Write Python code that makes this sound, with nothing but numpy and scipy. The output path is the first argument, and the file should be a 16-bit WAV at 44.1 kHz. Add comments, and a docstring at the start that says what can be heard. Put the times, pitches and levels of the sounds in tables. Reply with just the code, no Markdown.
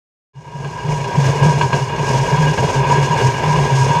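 """A small rail trolley rolls steadily along a forest track, heard from on board; the sound fades in.
Rough rails keep the steel wheels and frame ringing, and uneven stretches make the deck boom in short swells.
The wheels rub on the rails with a wavering hiss and now and then knock on a flaw."""
import sys
import numpy as np
from scipy import signal
from scipy.fft import rfft, irfft
from scipy.io import wavfile

SR = 44100
rng = np.random.default_rng(int(sys.argv[2]) if len(sys.argv) > 2 else 0)


def transcribe(signal):
    """Save signal, clipped to [-1, 1], as a 16-bit WAV file at the path in sys.argv[1]."""
    frames = np.atleast_2d(signal).T
    limited = np.clip(frames, -1, 1)
    pcm = np.round(limited * 32767).astype(np.int16)
    wavfile.write(sys.argv[1], SR, pcm)


N = 176400

# fade-in: (s, dB)
FADE = [(0.31, -90), (0.35, -25), (0.5, -23), (0.62, -16.5), (0.9, -9), (1.2, -11)]
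# level of the rolling noise: (s, dB)
ROLL = [(0.35, -55), (0.6, -33.5), (0.81, -35), (0.92, -25), (0.99, -33.5), (1.17, -23.5), (1.4, -24), (1.46, -16),
        (1.49, -24.5), (1.71, -27.5), (1.73, -20), (1.85, -31), (2.06, -22), (2.58, -25), (2.59, -19.5), (2.86, -25.5),
        (2.89, -20), (3.12, -26), (3.22, -19.5), (3.37, -28), (3.41, -23), (4.0, -24.5)]
# level of the ringing steel: (s, dB)
RING = [(0.36, -46), (0.55, -33), (0.85, -24), (1.15, -21), (1.33, -19.5), (1.44, -15.5), (1.57, -21),
        (1.92, -21.5), (2.07, -16.5), (2.2, -22), (2.33, -17), (2.55, -20.5), (2.8, -17), (2.92, -14.5),
        (3.06, -18.5), (3.18, -13), (3.28, -20.5), (3.5, -15), (3.63, -18), (3.95, -17.5)]
# level of the rubbing hiss: (s, dB)
RUB = [(0.35, -67), (0.37, -60.5), (0.64, -46.5), (0.88, -44), (0.91, -35.5), (1.09, -41), (1.25, -32), (1.42, -38.5),
       (1.44, -32.5), (1.58, -36), (1.63, -32.5), (1.72, -39), (1.75, -32), (1.94, -44), (2.08, -31), (2.32, -35),
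       (2.76, -33.5), (2.84, -41), (2.92, -32), (3.01, -36.5), (3.03, -29), (3.12, -38), (3.23, -31), (3.43, -39),
       (3.49, -33), (3.74, -35), (3.78, -27.5), (4.0, -37)]
# rolling noise: (Hz, dB per Hz)
ROLL_SPECTRUM = [(20, -14), (35, -17), (50, 4.5), (75, -1), (100, 7.5), (150, 2), (230, 1.5), (310, -5), (400, 6.5), (520, 3.5), (740, -1), (1050, -7.5), (1350, -21.5), (2400, -16), (6000, -50.5)]
# hiss: (Hz, dB per Hz)
RUB_SPECTRUM = [(1500, -5.5), (3000, -4.5), (3800, -7.5), (4650, -3), (5150, 1.5), (5750, -1), (6500, 1.5), (7500, -7.5), (8500, -9.5), (10000, -17), (12500, -26.5), (15000, -44)]
ROLL_DB, RUB_DB, RING_DB = 1, 0.5, -3.5
# wheel and frame modes: (Hz, width Hz, dB)
STEEL_MODES = [(403, 23, -10.5), (814, 15, -14.5), (953.4, 24.6, -0.5), (1001, 41, -7), (1545, 11, -18.5), (1632, 24, -9.5), (2210, 41, -22.5), (2306, 37, -20.5), (2484, 15, -21.5), (2668, 11, -23.5), (2856, 29.6, -16), (3295, 8.2, -25), (3483, 8, -28), (3550, 20, -31.5), (4133, 9.8, -28.5), (4430, 16, -29), (4980, 37, -28.5), (6720, 13, -27.5)]
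GRIT_PER_S, GRIT_SPREAD_DB, GRIT_SHARE = 600, 3.5, 0.49
CHATTER_DB, CHATTER_RATE = 1.52, 42
# knocks on rail flaws: (s, dB)
KNOCKS = [(0.645, -23), (1.042, -20.5), (1.426, -32), (1.611, -8), (1.729, -9.5), (1.993, -18.5), (2.3, -19), (2.577, -14), (2.900, -16.5), (3.559, -14), (3.949, -16)]
KNOCK_DECAY_S, KNOCK_RING_DB, KNOCK_CRACK_DB = 0.016, -0.5, -15
# clack of a knock: (Hz, dB per Hz)
CRACK_SPECTRUM = [(150, -8), (650, 8), (1300, -13), (2900, -1), (4000, -15), (6700, -25), (8000, -28), (12000, -47)]
# swells of the deck's boom: (start s, length s, level dB, pitch Hz)
BOOMS = [(0.353, 0.05, -35.5, 141), (0.55, 0.15, -23.5, 143.2), (0.854, 0.096, -15.5, 146.6), (0.971, 0.056, -19, 138),
         (1.178, 0.048, -11.5, 140), (1.232, 0.085, -14, 135.5), (1.357, 0.03, -16.5, 146),
         (1.421, 0.097, -10.5, 145.3), (1.535, 0.055, -17, 144.2), (1.617, 0.053, -15, 138),
         (1.731, 0.062, -11.5, 144), (1.81, 0.042, -12, 134), (1.986, 0.067, -16.5, 146), (2.086, 0.15, -18.5, 136),
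         (2.323, 0.027, -8.5, 138), (2.383, 0.14, -14.0, 144.5), (2.595, 0.062, -13.5, 136.4),
         (2.747, 0.085, -15, 135), (2.858, 0.099, -18.0, 141.8), (2.981, 0.076, -13.5, 140), (3.095, 0.081, -19, 147),
         (3.233, 0.07, -13, 137), (3.442, 0.13, -16, 147), (3.581, 0.091, -14, 142.7), (3.712, 0.21, -12, 141.4),
         (3.958, 0.073, -14.5, 148)]
BOOM_DB, BOOM_ATTACK_S, BOOM_RELEASE_S, BOOM_WANDER_HZ, BOOM_FLUTTER_DB = -0.5, 0.025, 0.043, 5.84, 2.63
# deck modes under steady shaking: (Hz, width Hz, dB)
DECK_MODES = [(62.4, 12, -34.5), (129.4, 30.4, -17.5), (152, 30, -23)]
CUTOFF_HZ = 15300  # fixed
T = np.arange(N) / SR
# level of the dry rasp of the treads: (s, dB)
RASP = [(0.35, -63), (0.58, -50), (0.9, -41.5), (1.1, -40), (1.25, -32), (1.5, -36), (1.9, -39.5), (2.1, -34), (2.5, -32.5), (2.85, -34.5), (3.1, -33), (3.2, -30), (3.33, -34.5), (3.48, -30), (3.62, -35.5), (3.7, -33), (4.0, -35)]
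# rasp: (Hz, dB per Hz)
RASP_SPECTRUM = [(700, -5.5), (1300, -6.5), (1850, 0.5), (2350, 2.5), (2800, -4), (3100, -5.5), (3750, -6.5), (6000, -32)]
RASP_DB, HISS_FLICKER_DB = -1, 1.5
KNOCK_RISE_S, KNOCK_DAMPING_HZ, KNOCK_TILT_DB_PER_OCTAVE = 0.0018, 12, 0.5
KNOCK_SPREAD_S = .002   # a blow takes this long to reach every mode
CEILING = .88  # fixed


def from_db(db):
    """Decibels to gain."""
    return 10 ** (np.asarray(db) / 20)


def rms_one(x):
    """Scale to unit power."""
    return x / np.sqrt(np.mean(x ** 2) + 1e-20)


def level(rows):
    """Gain along a level curve."""
    return from_db(np.interp(T, *np.transpose(rows)))


def drift(rate):
    """Slow chance with spread 1."""
    r = np.exp(-2 * np.pi * rate / SR)
    return rms_one(signal.lfilter([1], [1, -2 * r, r * r], rng.standard_normal(N + SR))[SR:])


def colour(x, spectrum):
    """Shape a white signal by a spectrum, keeping its power."""
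    hz, db = np.transpose(spectrum)
    gain = from_db(np.interp(np.log(np.fft.rfftfreq(N, 1 / SR) + 1), np.log(hz), db))
    return irfft(rfft(x) * rms_one(gain), N)


def resonate(x, hz, width_hz):
    """One resonance that keeps the power of white noise."""
    r = np.exp(-np.pi * width_hz / SR)
    return signal.lfilter(np.sqrt((1 - r * r) / 2) * np.array([1, 0, -1]), [1, -2 * r * np.cos(2 * np.pi * hz / SR), r * r], x + 1e-18)


def contact():
    """Force between wheel and rail: fine roughness plus crushed grit."""
    sizes = from_db(GRIT_SPREAD_DB * np.minimum(rng.exponential(1, N), 4)) * rng.choice([-1, 1], N)
    grit = rms_one(sizes * (rng.random(N) < GRIT_PER_S / SR))
    share = np.clip(GRIT_SHARE, 0, 1)
    return np.sqrt(share) * grit + np.sqrt(1 - share) * rng.standard_normal(N)


def steel(force):
    """Each mode of the wheels and frame takes its own share of the contact force."""
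    return sum(from_db(db) * mode(force * contact(), hz, width_hz) for hz, width_hz, db in STEEL_MODES)


def rolling():
    """Roar, rasp, ring and hiss of the wheels; all but the hiss chatter together."""
    chatter = rms_one(from_db(CHATTER_DB * drift(CHATTER_RATE)))
    roar = from_db(ROLL_DB) * level(ROLL) * colour(chatter * contact(), ROLL_SPECTRUM)
    rasp = from_db(RASP_DB) * level(RASP) * colour(chatter * rng.standard_normal(N), RASP_SPECTRUM)
    ring = from_db(RING_DB) * steel(level(RING) * chatter)
    hiss = from_db(RUB_DB + HISS_FLICKER_DB * drift(58)) * level(RUB) * colour(rng.standard_normal(N), RUB_SPECTRUM)
    return roar + rasp + ring + hiss


def knocks():
    """A short blow gives a clack and a bright, quickly damped ring of the steel modes."""
    blows = np.zeros(N)
    for s, db in KNOCKS:
        blows[int(s * SR)] = from_db(db)
    shape = np.exp(-T / KNOCK_DECAY_S) * (1 - np.exp(-T / KNOCK_RISE_S))
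    clack = colour(signal.fftconvolve(blows, shape)[:N] * rng.standard_normal(N), CRACK_SPECTRUM)
    ring = 0
    for hz, width_hz, db in STEEL_MODES:
        damped_hz = width_hz + KNOCK_DAMPING_HZ
        octaves = np.log2(hz / 1000)  # fixed
        gain = from_db(db + KNOCK_TILT_DB_PER_OCTAVE * octaves) * np.sqrt(SR / (2 * np.pi * damped_hz))
        ring = ring + rng.choice([-1, 1]) * gain * mode(np.roll(blows, int(rng.random() * KNOCK_SPREAD_S * SR)), hz, damped_hz)
    return from_db(KNOCK_CRACK_DB) * clack + from_db(KNOCK_RING_DB) * ring


def deck():
    """The deck drones under the shaking and booms over each uneven stretch."""
    out = 0
    for hz, width_hz, db in DECK_MODES:
        out = out + from_db(db) * rms_one(resonate(resonate(rng.standard_normal(N), hz, width_hz), hz, width_hz))
    out = out * level(FADE)
    wander, flutter = BOOM_WANDER_HZ * drift(14), from_db(BOOM_FLUTTER_DB * drift(18.3))
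    for s, length, db, hz in BOOMS:
        rise = np.clip((T - s) / BOOM_ATTACK_S + .5, 0, 1)
        fall = np.clip((s + length - T) / BOOM_RELEASE_S + .5, 0, 1)
        swing = np.sin(2 * np.pi * (np.cumsum(hz + wander) / SR + rng.random()))
        out = out + from_db(db + BOOM_DB) * np.sqrt(2) * np.sin(np.pi / 2 * rise * fall) ** 2 * flutter * swing
    return out


def mode(force, hz, width_hz):
    """One steel mode, its skirts gently trimmed by a band-pass."""
    skirts = signal.butter(1, [hz * .8, hz * 1.25], "band", fs=SR, output="sos")  # fixed
    return signal.sosfilt(skirts, resonate(force, hz, width_hz))


def scene():
    """Everything on board, after a short silence."""
    opening = np.clip((T - .333) / 0.026, 0, 1)
    return (opening * (rolling() + knocks() + deck()))[None]


def record(dry):
    """The highest peaks are rounded and the top is cut."""
    rounded = dry / (1 + (dry / CEILING) ** 8) ** (1 / 8)  # fixed
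    return signal.sosfilt(signal.ellip(10, .1, 80, CUTOFF_HZ, fs=SR, output="sos"), rounded)  # fixed


dry = scene()
out = record(dry)
transcribe(out)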